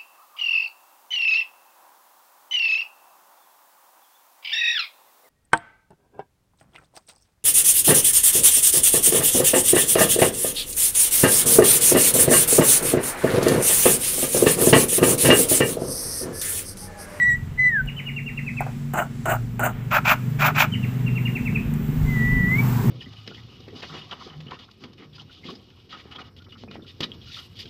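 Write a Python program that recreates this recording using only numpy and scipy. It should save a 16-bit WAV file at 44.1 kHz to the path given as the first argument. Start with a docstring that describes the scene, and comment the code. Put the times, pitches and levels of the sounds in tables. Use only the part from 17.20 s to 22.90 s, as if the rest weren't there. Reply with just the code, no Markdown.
"""Caged starling and approaching motorbike

A caged starling sings outdoors near a phone: sine whistles with faint overtones, then harsh rasps made
of irregular slaps ringing the throat plus hiss, some opened by a click of the bill. A bird farther off
trills short falling chirps, gliding sines that the yard echoes. A motorbike draws slowly nearer: engine orders
with noise that pulses slightly at the firing rate, over filtered road hiss; wind buffets the microphone."""
import sys
import numpy as np
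from scipy import signal
from scipy.fft import rfft, irfft, next_fast_len
from scipy.io import wavfile
from scipy.ndimage import map_coordinates

SR = 44100
rng = np.random.default_rng(int(sys.argv[2]) if len(sys.argv) > 2 else 0)


def wav_record(signal):
    """Record a signal, one row per channel, as 16-bit PCM in the file named by sys.argv[1]."""
    frames = np.transpose(np.atleast_2d(signal))
    bounded = np.clip(frames, -1, 1)
    # unit amplitude maps onto the largest positive 16-bit level
    quanta = np.round(bounded * 32767).astype(np.int16)
    wavfile.write(sys.argv[1], SR, quanta)


def natural_amplitude(level_db):
    """Convert a level in decibels to a linear amplitude factor, elementwise."""
    exponent = np.asarray(level_db, float) / 20
    return 10 ** exponent


N = 251370
T = np.arange(N) / SR

# Tracks of the whistles, one list a whistle: time_s, pitch_hz, level_db
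WHISTLES = [
    [(0.0, 1963, -19), (0.03, 1929, -14.5), (0.07, 1950, -19.5), (0.092, 1953, -15), (0.108, 1918, -16),
     (0.144, 1925, -20.5), (0.159, 1960, -26), (0.165, 1950, -45), (0.2, 1948, -48)],
    [(0.376, 1995, -40), (0.394, 2013, -19), (0.435, 2014, -16.5), (0.466, 1978, -15), (0.484, 2010, -17.5),
     (0.51, 1895, -24.5), (0.538, 1816, -20), (0.592, 1552, -20), (0.61, 1519, -21), (0.646, 1580, -59)],
    [(4.85, 2070, -51), (4.9, 2051, -34), (5.0, 1948, -27), (5.06, 1954, -24.5), (5.15, 1979, -24.5),
     (5.25, 1949, -24.5), (5.3, 1986, -24), (5.345, 2078, -20.5), (5.366, 2180, -26), (5.377, 2240, -40.5),
     (5.387, 2253, -22.5), (5.402, 2290, -22.5), (5.418, 2300, -43), (5.46, 2290, -55)],
]
# Overtones of a whistle: multiple, relative_db, flicker_db
OVERTONES = [(2, 0.5, 1.2), (3, -5, 1.2), (4, -10, 2), (7, -27, 2)]
# Overtone level of each whistle under its fundamental at full effort: relative_db
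WHISTLE_EDGE_DB = [-34, -37, -60]

# Motorbike engine: time_s, firing_rate_hz, nearness_db
ENGINE = [(0, 21.3, 0.5), (.3, 22.4, 0.5), (1.2, 23.6, 2), (1.66, 23.5, 2.5), (1.9, 23.2, 3.5),
          (2.4, 23.9, 4), (3.1, 24.6, 9), (4.04, 24.9, 9.5), (4.27, 24.65, 12), (4.45, 25.3, 13),
          (4.65, 25, 11.5), (4.99, 24.9, 13), (5.22, 26.1, 15), (5.56, 24.4, 14.5), (5.7, 22.6, 22)]
# Multiples of the firing rate that are heard: order
ORDERS_HEARD = [4, 5, 6, 7, 8, 9, 10]
# Each order between its swells, at nearness 0: level_db
ORDERS_FAR_DB = [-62, -50.5, -38, -49, -61, -55, -50.5]
# Each order swells and fades irregularly, often several together, as the motorbike comes nearer,
# one list an order: time_s, width_s, peak_db
ORDER_SWELLS = [
    [(.24, .15, -39), (2.65, 0.17, -41), (3.56, 0.075, -32.5), (4.87, 0.16, -34), (5.7, .12, -36)],
    [(.2, 0.14, -45), (1.42, 0.12, -36.5), (2.2, .2, -31), (2.62, 0.25, -29.5), (3.09, 0.16, -30),
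     (3.85, 0.42, -24.5), (5.0, .2, -31.5), (5.55, 0.36, -21.5)],
    [(.9, 0.27, -46), (1.66, .15, -37), (3.28, 0.18, -30), (4.55, 0.26, -32.5), (4.97, .2, -27.5),
     (5.7, .12, -24)],
    [(.2, 0.12, -42.5), (3.9, 0.16, -33.5), (4.51, 0.068, -40), (5.25, 0.16, -29.5)],
    [(1.19, 0.21, -48), (1.66, 0.2, -42.5), (2.97, .2, -39.5), (3.56, 0.089, -33), (4.5, .3, -35.5),
     (5.46, 0.19, -34.5)],
    [(3.09, 0.14, -46), (3.56, 0.1, -37), (4.04, 0.24, -37.5), (4.51, 0.2, -32.5), (4.99, .12, -29.5)],
    [(.95, 0.3, -48.5), (1.7, 0.45, -40), (2.45, 0.22, -41), (3.5, 0.22, -37.5), (4.04, 0.19, -40.5),
     (5.25, 0.32, -37), (5.7, .12, -44)],
]
# Spectrum of the exhaust's puffing noise: frequency_hz, relative_db
PUFF = [(70, -33), (100, 18.5), (250, 13), (300, 0), (420, 2), (520, -9.5), (700, -39.5)]
# Spectrum of the motorbike's clattering metal: frequency_hz, relative_db
CLATTER = [(450, -26.5), (650, -4.5), (950, 1.5), (1400, -5.5), (2000, -9.5), (2800, -37)]

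# Swell of the road noise: time_s, swell_db
STREET = [(0, 4.5), (.3, 0), (.81, 1.5), (1.06, 0), (1.1, 1), (1.57, 0.5), (1.9, -1.5), (2.4, 2.5),
          (3.1, 7), (3.5, 5), (3.68, 9.5), (4.12, 10), (4.43, 10), (4.6, 11), (4.98, 14.5), (5.25, 13),
          (5.46, 21), (5.7, 20.5)]
# Spectra of the street's low, treble and highest noise: frequency_hz, relative_db
ROAD = [(400, -4), (600, -1.5), (1000, -2.5), (2000, -3.5), (3000, -7.5), (4000, -17), (5000, -38.5)]
TREBLE = [(2060, -40), (3500, -6.5), (5230, -6.5), (5760, -6.5), (7000, -7), (7600, -2.5), (8200, -8.5),
          (9440, -14), (11000, -10), (14300, -42.5), (22000, -120)]
SIZZLE = [(6470, -45), (11000, -27.5), (11600, -9.5), (14500, 1), (15500, 0.5)]
# Strength of the wind on the microphone: time_s, level_db
WIND = [(0, -37), (.27, -37), (.48, -47.5), (.69, -35), (.81, -47), (1.2, -45), (1.57, -43), (1.92, -47),
        (2.1, -41), (2.31, -39.5), (3.0, -42.5), (3.5, -48), (4.12, -39.5), (4.43, -31.5), (4.6, -35.5),
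        (4.91, -25.5), (4.98, -32), (5.23, -28.5), (5.46, -40), (5.56, -33), (5.7, -40)]
# Spectrum of the wind's buffeting: frequency_hz, relative_db
BUFFET = [(3, -16), (12, -8), (20, -3.5), (38, 6), (70, 2), (90, -0.5), (120, -36), (200, -120)]

# Taps of bill and claws: time_s, level_db, knock_db (wooden knock over level_db)
TAPS = [(0.1694, -46.5, -9), (0.4994, -50, -16), (0.6589, -41.5, 1), (1.4062, -28, 16),
        (1.4654, -40.5, 22.5), (1.7365, -23, 8.5), (2.0572, -27, 11.5), (2.3945, -23, 9),
        (4.5376, -30.5, -8), (5.3834, -39, 4)]
# Spectrum of a tap's snap: frequency_hz, gain_db
SNAP = [(1180, -21), (2000, 5), (5030, -30), (7570, 2), (9830, -5.5), (14800, 3.5), (16000, -10)]
# Resonances of the perch: centre_hz, width_hz, gain_db
PERCH = [(378, 96, -6), (762, 89, 7), (1500, 230, -6.5), (2190, 150, -20.5)]

# Far chirps: drop_start_s, level_db, held_pitch_hz, hold_s, drop_s
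CHIRPS = [(0.686, -31.5, 2933, 0.015, 0.015), (0.784, -31.5, 3070, 0.021, 0.026),
          (.875, -30.5, 2916, 0.02, 0.033), (.977, -27.5, 2790, .018, .022),
          (1.079, -29, 2795, 0.02, 0.025), (1.182, -27.5, 2765, 0.01, 0.015),
          (1.278, -28, 2632, .016, 0.022), (1.381, -27.5, 2660, .016, 0.027),
          (3.537, -30.5, 3100, 0.021, 0.024), (3.638, -33, 2780, .012, .016),
          (3.88, -30.5, 2787, .02, 0.0147), (3.974, -29.5, 2764, .024, 0.017),
          (4.065, -26.5, 2835, .015, .021), (4.162, -26.5, 2730, 0.012, 0.02),
          (4.267, -27, 2700, .014, .024), (4.359, -26, 2707, .013, 0.019)]

# Low rasps, bill nearly shut, and full rasps, bill open:
# start_s, length_s, chest_db, opening_db (added most at mid-rasp), throb_s (a reference instant of the
# throbbing: strongest in full rasps, weakest in the faintly throbbing low ones)
LOW_RASPS = [(1.735, 0.14, -22, -0.5, 1.5), (2.056, 0.14, -21, 0, 2.098), (2.394, 0.14, -21, 0.5, 2)]
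FULL_RASPS = [(2.706, 0.1, -18, -5.5, 2.7485), (2.842, 0.12, -18.5, 1, 2.898),
              (3.186, 0.14, -19, -3.5, 3.248), (3.344, 0.13, -21, 3, 3.406)]
# Course of every rasp: share_of_length, relative_db (chest), opening_db
LOW_COURSE = [(0, -9, 6.5), (.08, -7, 1), (.2, -3.5, -2.5), (.34, 0.5, 2), (.47, -1.5, 4.5), (.6, -2, -2.5),
              (.73, -10, -3), (.87, -19, -7), (1, -26, -2.5)]
FULL_COURSE = [(0, -27, -3), (.08, -9.5, 2.5), (.24, -2, -1), (.45, 0.5, 2), (.65, 1, -1),
               (.83, -5.5, -7.5), (1, -25, -15)]
# Throat resonances: centre_hz, width_hz, relative_db
LOW_THROAT = [(338, 53, -5.5), (639, 60, 6), (817, 206, 1), (1416, 126, 1.5), (2920, 310, -27)]
FULL_THROAT = [(588, 71, 0.5), (890, 390, -1), (1400, 234, 4.5), (2463, 320, 4.5), (3240, 600, -35)]
# Spectra of the rasps' middle hiss and top hiss: frequency_hz, relative_db
LOW_HISS = [(3300, -11), (4200, -15), (5500, -26), (6300, -4.5), (7500, 3), (9200, -5), (10500, -14),
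            (12000, -24)]
FULL_HISS = [(2800, 1), (3300, 8), (4200, 0), (7800, -2), (8100, -18), (9500, -19.5), (11500, -12),
             (12000, -14)]
LOW_TOP_HISS = [(12000, -28), (13300, -10), (14200, 5), (15300, 0), (15700, -40)]
FULL_TOP_HISS = [(11700, -43), (12300, 0.5), (14000, -3), (15300, 5.5), (15700, -40)]

# Decay of the yard's echoes: frequency_hz, t60_s
YARD = [(500, 0.27), (2500, 0.37), (8000, 0.18)]


def unit(x):
    """Normalisation: scales a signal to an rms of 1."""
    return x / np.sqrt(np.mean(x ** 2) + 1e-20)


def curves(rows):
    """Linear interpolation: one value per sample for each column after the time."""
    s, *columns = np.transpose(rows)
    return [np.interp(T, s, column) for column in columns]


def gate(rows, fade_s=0.00083):
    """Windowing: 1 while a call lasts, with short fades against clicks."""
    since_start = T - rows[0][0] + fade_s
    until_end = rows[-1][0] - T
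    return np.clip(np.minimum(since_start, until_end) / fade_s, 0, 1)


def along(points, hz):
    """Logarithmic frequency scale: interpolates (frequency, value) points on a log axis."""
    f, v = np.transpose(points)
    return np.interp(np.log(hz + 1), np.log(f + 1), v, left=v[0], right=v[-1])


def wobble(rate):
    """Band-limited fluctuation: a smooth random curve with rate knots a second."""
    knots = rng.standard_normal(int(N * rate / SR) + 4)
    return map_coordinates(knots, [T * rate])


def filtered(x, response):
    """Convolution theorem: multiplies the spectrum of x by a response of frequency."""
    m = next_fast_len(N + SR // 2)
    return irfft(rfft(x, m) * response(np.fft.rfftfreq(m, 1 / SR)), m)[:N]


def coloured(x, spectrum):
    """Spectral shaping: x through (frequency, dB) points, silent outside them."""
    def response(hz):
        inside = (hz >= spectrum[0][0]) * (hz <= spectrum[-1][0])
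        return natural_amplitude(along(spectrum, hz)) * inside
    return filtered(x, response)


def resonant(x, modes):
    """Modal resonance: x through parallel damped modes of alternating sign."""
    def response(f):
        total = 0
        for k, (centre, width, db) in enumerate(modes):
            damping = 1j * f * width
            total = total + (-1) ** k * natural_amplitude(db) * damping / (centre ** 2 - f ** 2 + damping)
        return total
    return filtered(x, response)


def whistles():
    """Periodic vibration of one clean membrane: a sine whose faint overtones grow with effort."""
    bill_hz, bill_width_hz, bill_peak_db = 7693, 90, 17
    full_effort_db, edge_db_per_db, edge_db_per_octave = -15.5, 0.26, 45
    out = np.zeros(N)
    for rows, edge_db in zip(WHISTLES, WHISTLE_EDGE_DB):
        hz, db = curves(rows)
        phase = 2 * np.pi * np.cumsum(hz * (1 + 0.0014 * wobble(40))) / SR
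        # a narrow resonance, tuned by the fourth overtone, lifts multiples above 3
        bill_db = bill_peak_db / (1 + ((4 * hz - bill_hz) / bill_width_hz) ** 2)
        overtones = np.zeros(N)
        for k, level_db, flicker_db in OVERTONES:
            overtone_db = level_db + (k > 3) * bill_db + flicker_db * wobble(25)
            overtones += natural_amplitude(overtone_db) * np.sin(k * phase)
        effort_db = edge_db_per_db * (db - full_effort_db)
        pitch_db = edge_db_per_octave * np.log2(hz / rows[0][1])
        overtones *= natural_amplitude(edge_db + effort_db + pitch_db)
        level = natural_amplitude(db + 0.93 * wobble(63))
        out += gate(rows) * level * np.sqrt(2) * (np.sin(phase) + overtones)
    return out


def motorbike():
    """Harmonic series of the firing rate: unsteady orders, plus noise that pulses slightly at that rate."""
    rate, near_db = curves(ENGINE)
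    phase = 2 * np.pi * np.cumsum(rate) / SR
    tones = np.zeros(N)
    for k, far_db, swells in zip(ORDERS_HEARD, ORDERS_FAR_DB, ORDER_SWELLS):
        size = natural_amplitude(far_db + 0.18 * near_db)
        for s, width, db in swells:
            size = size + natural_amplitude(db) * np.exp(-((T - s) / width) ** 2)
        tones += size * natural_amplitude(1.87 * wobble(9)) * np.cos(k * phase + 0.62 * wobble(5.5))
    puffs = coloured((1 + 0.18 * np.cos(phase)) * rng.standard_normal(N), PUFF)
    clatter = coloured((1 + 0.096 * np.cos(phase)) * rng.standard_normal(N), CLATTER)
    swell_db, = curves(STREET)
    clatter_db = -40 + 1.47 * (swell_db - 20)  # rises out of the road noise only from close by
    puffing = natural_amplitude(-40 + near_db) * unit(puffs)
    clattering = natural_amplitude(clatter_db + 0.87 * wobble(21)) * unit(clatter)
    return np.sqrt(2) * tones + puffing + clattering


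def street():
    """Broadband noise of tyres and road, with treble hiss in two shades, all following one swell."""
    swell_db, = curves(STREET)
    road_noise, treble_noise, sizzle_noise = rng.standard_normal((3, N))
    road_db = -52 + 0.55 * swell_db
    road = natural_amplitude(road_db + 0.85 * wobble(7)) * unit(coloured(road_noise, ROAD))
    # a floor of fine hiss stays when the road is quiet
    treble_level = np.hypot(natural_amplitude(-67.5 + 0.97 * swell_db), natural_amplitude(-61.5))
    treble = treble_level * natural_amplitude(2.2 * wobble(3.84)) * unit(coloured(treble_noise, TREBLE))
    sizzle_db = -64 + 0.99 * swell_db
    sizzle = natural_amplitude(sizzle_db + 0.8 * wobble(7)) * unit(coloured(sizzle_noise, SIZZLE))
    return road + treble + sizzle


def wind():
    """Turbulent pressure at the microphone: low-frequency noise that comes in lumps."""
    strength_db, = curves(WIND)
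    buffeting = unit(coloured(rng.standard_normal(N), BUFFET))
    return natural_amplitude(strength_db + 1.9 * wobble(12)) * buffeting


def taps():
    """Impact excitation: a broad snap, and a blow that rings the perch's hollow modes."""
    snap, blows = np.zeros(N + SR), np.zeros(N + SR)
    t = np.arange(SR // 8) / SR
    for s, db, knock_db in TAPS:
        snap_noise, scrape_noise = rng.standard_normal((2, len(t)))
        start = round(s * SR)
        click = natural_amplitude(db - 7 - 60 * t / 0.023)
        rattle = natural_amplitude(db - 16.5 - 60 * t / 0.087)  # the bars rattle on
        snap[start:][:len(t)] += (click + rattle) * snap_noise
        push = natural_amplitude(9 - 60 * t / 0.0017)
        scrape = natural_amplitude(2 - 60 * t / 0.14) * scrape_noise
        blows[start:][:len(t)] += natural_amplitude(db + knock_db) * (push + scrape)
    return coloured(snap[:N], SNAP) + resonant(blows[:N], PERCH)


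def chirps():
    """Frequency glide with early reflections: a swelling held pitch drops fast, fluttering and fading."""
    end_hz, held_db, fade_db, flutter_db = 1720, -2.5, -17, 2.2
    out, t, flutter = np.zeros(N + SR), np.arange(SR // 10) / SR, wobble(260)
    for s, db, hz, hold, fall in CHIRPS:
        rise = np.clip(t / hold, 0, 1)
        drop = np.clip((t - hold) / fall, 0, 1)
        pitch = hz * (1 - 0.024 * rise ** 2) * (end_hz / hz) ** drop ** 1.317
        start = round((s - hold) * SR)
        begun = np.clip((t - hold) / 0.003 + 0.5, 0, 1)  # 0 to 1 around the start of the drop
        flutter_now_db = flutter_db * (0.3 + 0.7 * begun) * flutter[start:][:len(t)]
        fading = natural_amplitude(held_db * (1 - begun) + fade_db * drop ** 1.15 + flutter_now_db)
        ending = np.clip((hold + fall - t) / 0.004, 0, 1)
        shape = np.sin(rise * np.pi / 2) * fading * ending
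        out[start:][:len(t)] += natural_amplitude(db) * shape * np.sin(2 * np.pi * np.cumsum(pitch) / SR)
    # close walls scatter the sound and repeat it at these delays (s, dB), the first being direct
    walls = natural_amplitude(-28.5 - 60 * t / 0.13) * rng.standard_normal(len(t))
    for s, db in [(0, 3.5), (.007, -7.5), (.012, -11), (.018, -13), (.026, -15), (.04, -14), (.072, -17.5)]:
        walls[round(s * SR)] = natural_amplitude(db)
    return signal.fftconvolve(out, walls)[:N]


def rasps(calls, course, throat, hiss, top_hiss, low_hz, rate, scatter_db, surge_db,
          throb_hz, throb_db, shut_db, opens, top_late_db):
    """Aperiodic source and filter: membrane slaps at random instants ring the throat and spurt hiss.

    A wider bill lets out more mouth ring, mid hiss and top hiss: each is shut_db over the chest,
    plus its share in opens of the opening. rate is in slaps a second."""
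    surge = natural_amplitude(surge_db * wobble(120))
    struck = rng.random(N) < rate / SR
    slaps = struck * rng.choice([-1, 1], N) * natural_amplitude(scatter_db * rng.standard_normal(N)) * surge
    rung = resonant(slaps, throat)

    def upper(hz):
        return 1 / (1 + (1800 / (hz + 1)) ** 10)

    chest = unit(filtered(rung, lambda hz: (1 - upper(hz)) / (1 + (low_hz / (hz + 1)) ** 12)))
    mouth = unit(filtered(rung, lambda hz: upper(hz) / (1 + (hz / 3300) ** 8)))
    spurt = unit(slaps) * 0.099 + surge * rng.standard_normal(N)
    # each hiss band also flickers on its own, by 2.5 dB
    mid = unit(natural_amplitude(2.5 * wobble(45)) * coloured(spurt, hiss))
    top = unit(natural_amplitude(2.5 * wobble(45)) * coloured(spurt, top_hiss))
    out = np.zeros(N)
    for s, length, peak_db, widest_db, throb_s in calls:
        rows = [(s + share * length, peak_db + db, open_db + widest_db * np.sin(np.pi * share))
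                for share, db, open_db in course]
        db, open_db = curves(rows)
        mouth_db, mid_db, top_db = (level_db + slope * open_db for level_db, slope in zip(shut_db, opens))
        top_db = top_db - top_late_db * np.clip(1 - (T - s) / (0.35 * length), 0, 1)  # comes in late
        throb = unit(natural_amplitude(throb_db * np.cos(2 * np.pi * throb_hz * (T - throb_s))))
        ring = throb * (chest + natural_amplitude(mouth_db) * mouth)
        breath = throb ** 0.81 * (natural_amplitude(mid_db) * mid + natural_amplitude(top_db) * top)
        out += gate(rows) * natural_amplitude(db) * (ring + breath)
    return out


def yard(x):
    """Reverberation: the walls answer with a diffuse tail, each frequency dying at its own speed."""
    hz, t, z = signal.stft(rng.standard_normal(SR // 2), SR, nperseg=256)
    decay = natural_amplitude(-60 * t / along(YARD, hz)[:, None])
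    tail = signal.istft(z * decay, SR, nperseg=256)[1]
    delayed = np.pad(x, (200, 0))  # samples
    return signal.fftconvolve(delayed, tail / np.linalg.norm(tail))[:N]


def scene():
    """Superposition: near and far birds, their echoes, the motorbike, the street and the wind add up."""
    low = rasps(LOW_RASPS, LOW_COURSE, LOW_THROAT, LOW_HISS, LOW_TOP_HISS, low_hz=275, rate=1800,
                scatter_db=0.7, surge_db=1.2, throb_hz=63.6, throb_db=-0.6,
                shut_db=(-12, -18, -18), opens=(1.1, 0.9, 0.6), top_late_db=1.5)
    full = rasps(FULL_RASPS, FULL_COURSE, FULL_THROAT, FULL_HISS, FULL_TOP_HISS, low_hz=556, rate=2400,
                 scatter_db=0.4, surge_db=0.5, throb_hz=50.5, throb_db=1.5,
                 shut_db=(-2.5, -12, -12), opens=(1.05, 0.95, 0.7), top_late_db=12)
    near = whistles() + taps() + low + full
    far = chirps()
    echoes = yard(natural_amplitude(-22) * near + natural_amplitude(-9.5) * far)
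    return (near + far + echoes + motorbike() + street() + wind())[None]


def low_pass(x):
    """Removes everything above the highest recorded frequency."""
    return signal.sosfilt(signal.butter(12, 16690, fs=SR, output="sos"), x)


def record(dry):
    """Soft saturation and band limiting: the phone rounds off the highest peaks and cuts above 15600 Hz."""
    rounded = dry[0] / (1 + np.abs(dry[0] / 0.9) ** 4) ** (1 / 4)
    mix = filtered(rounded, lambda hz: 1 / (1 + (hz / 15600) ** 200))[None]
    return low_pass(mix)


dry = scene()
out = record(dry)
wav_record(out)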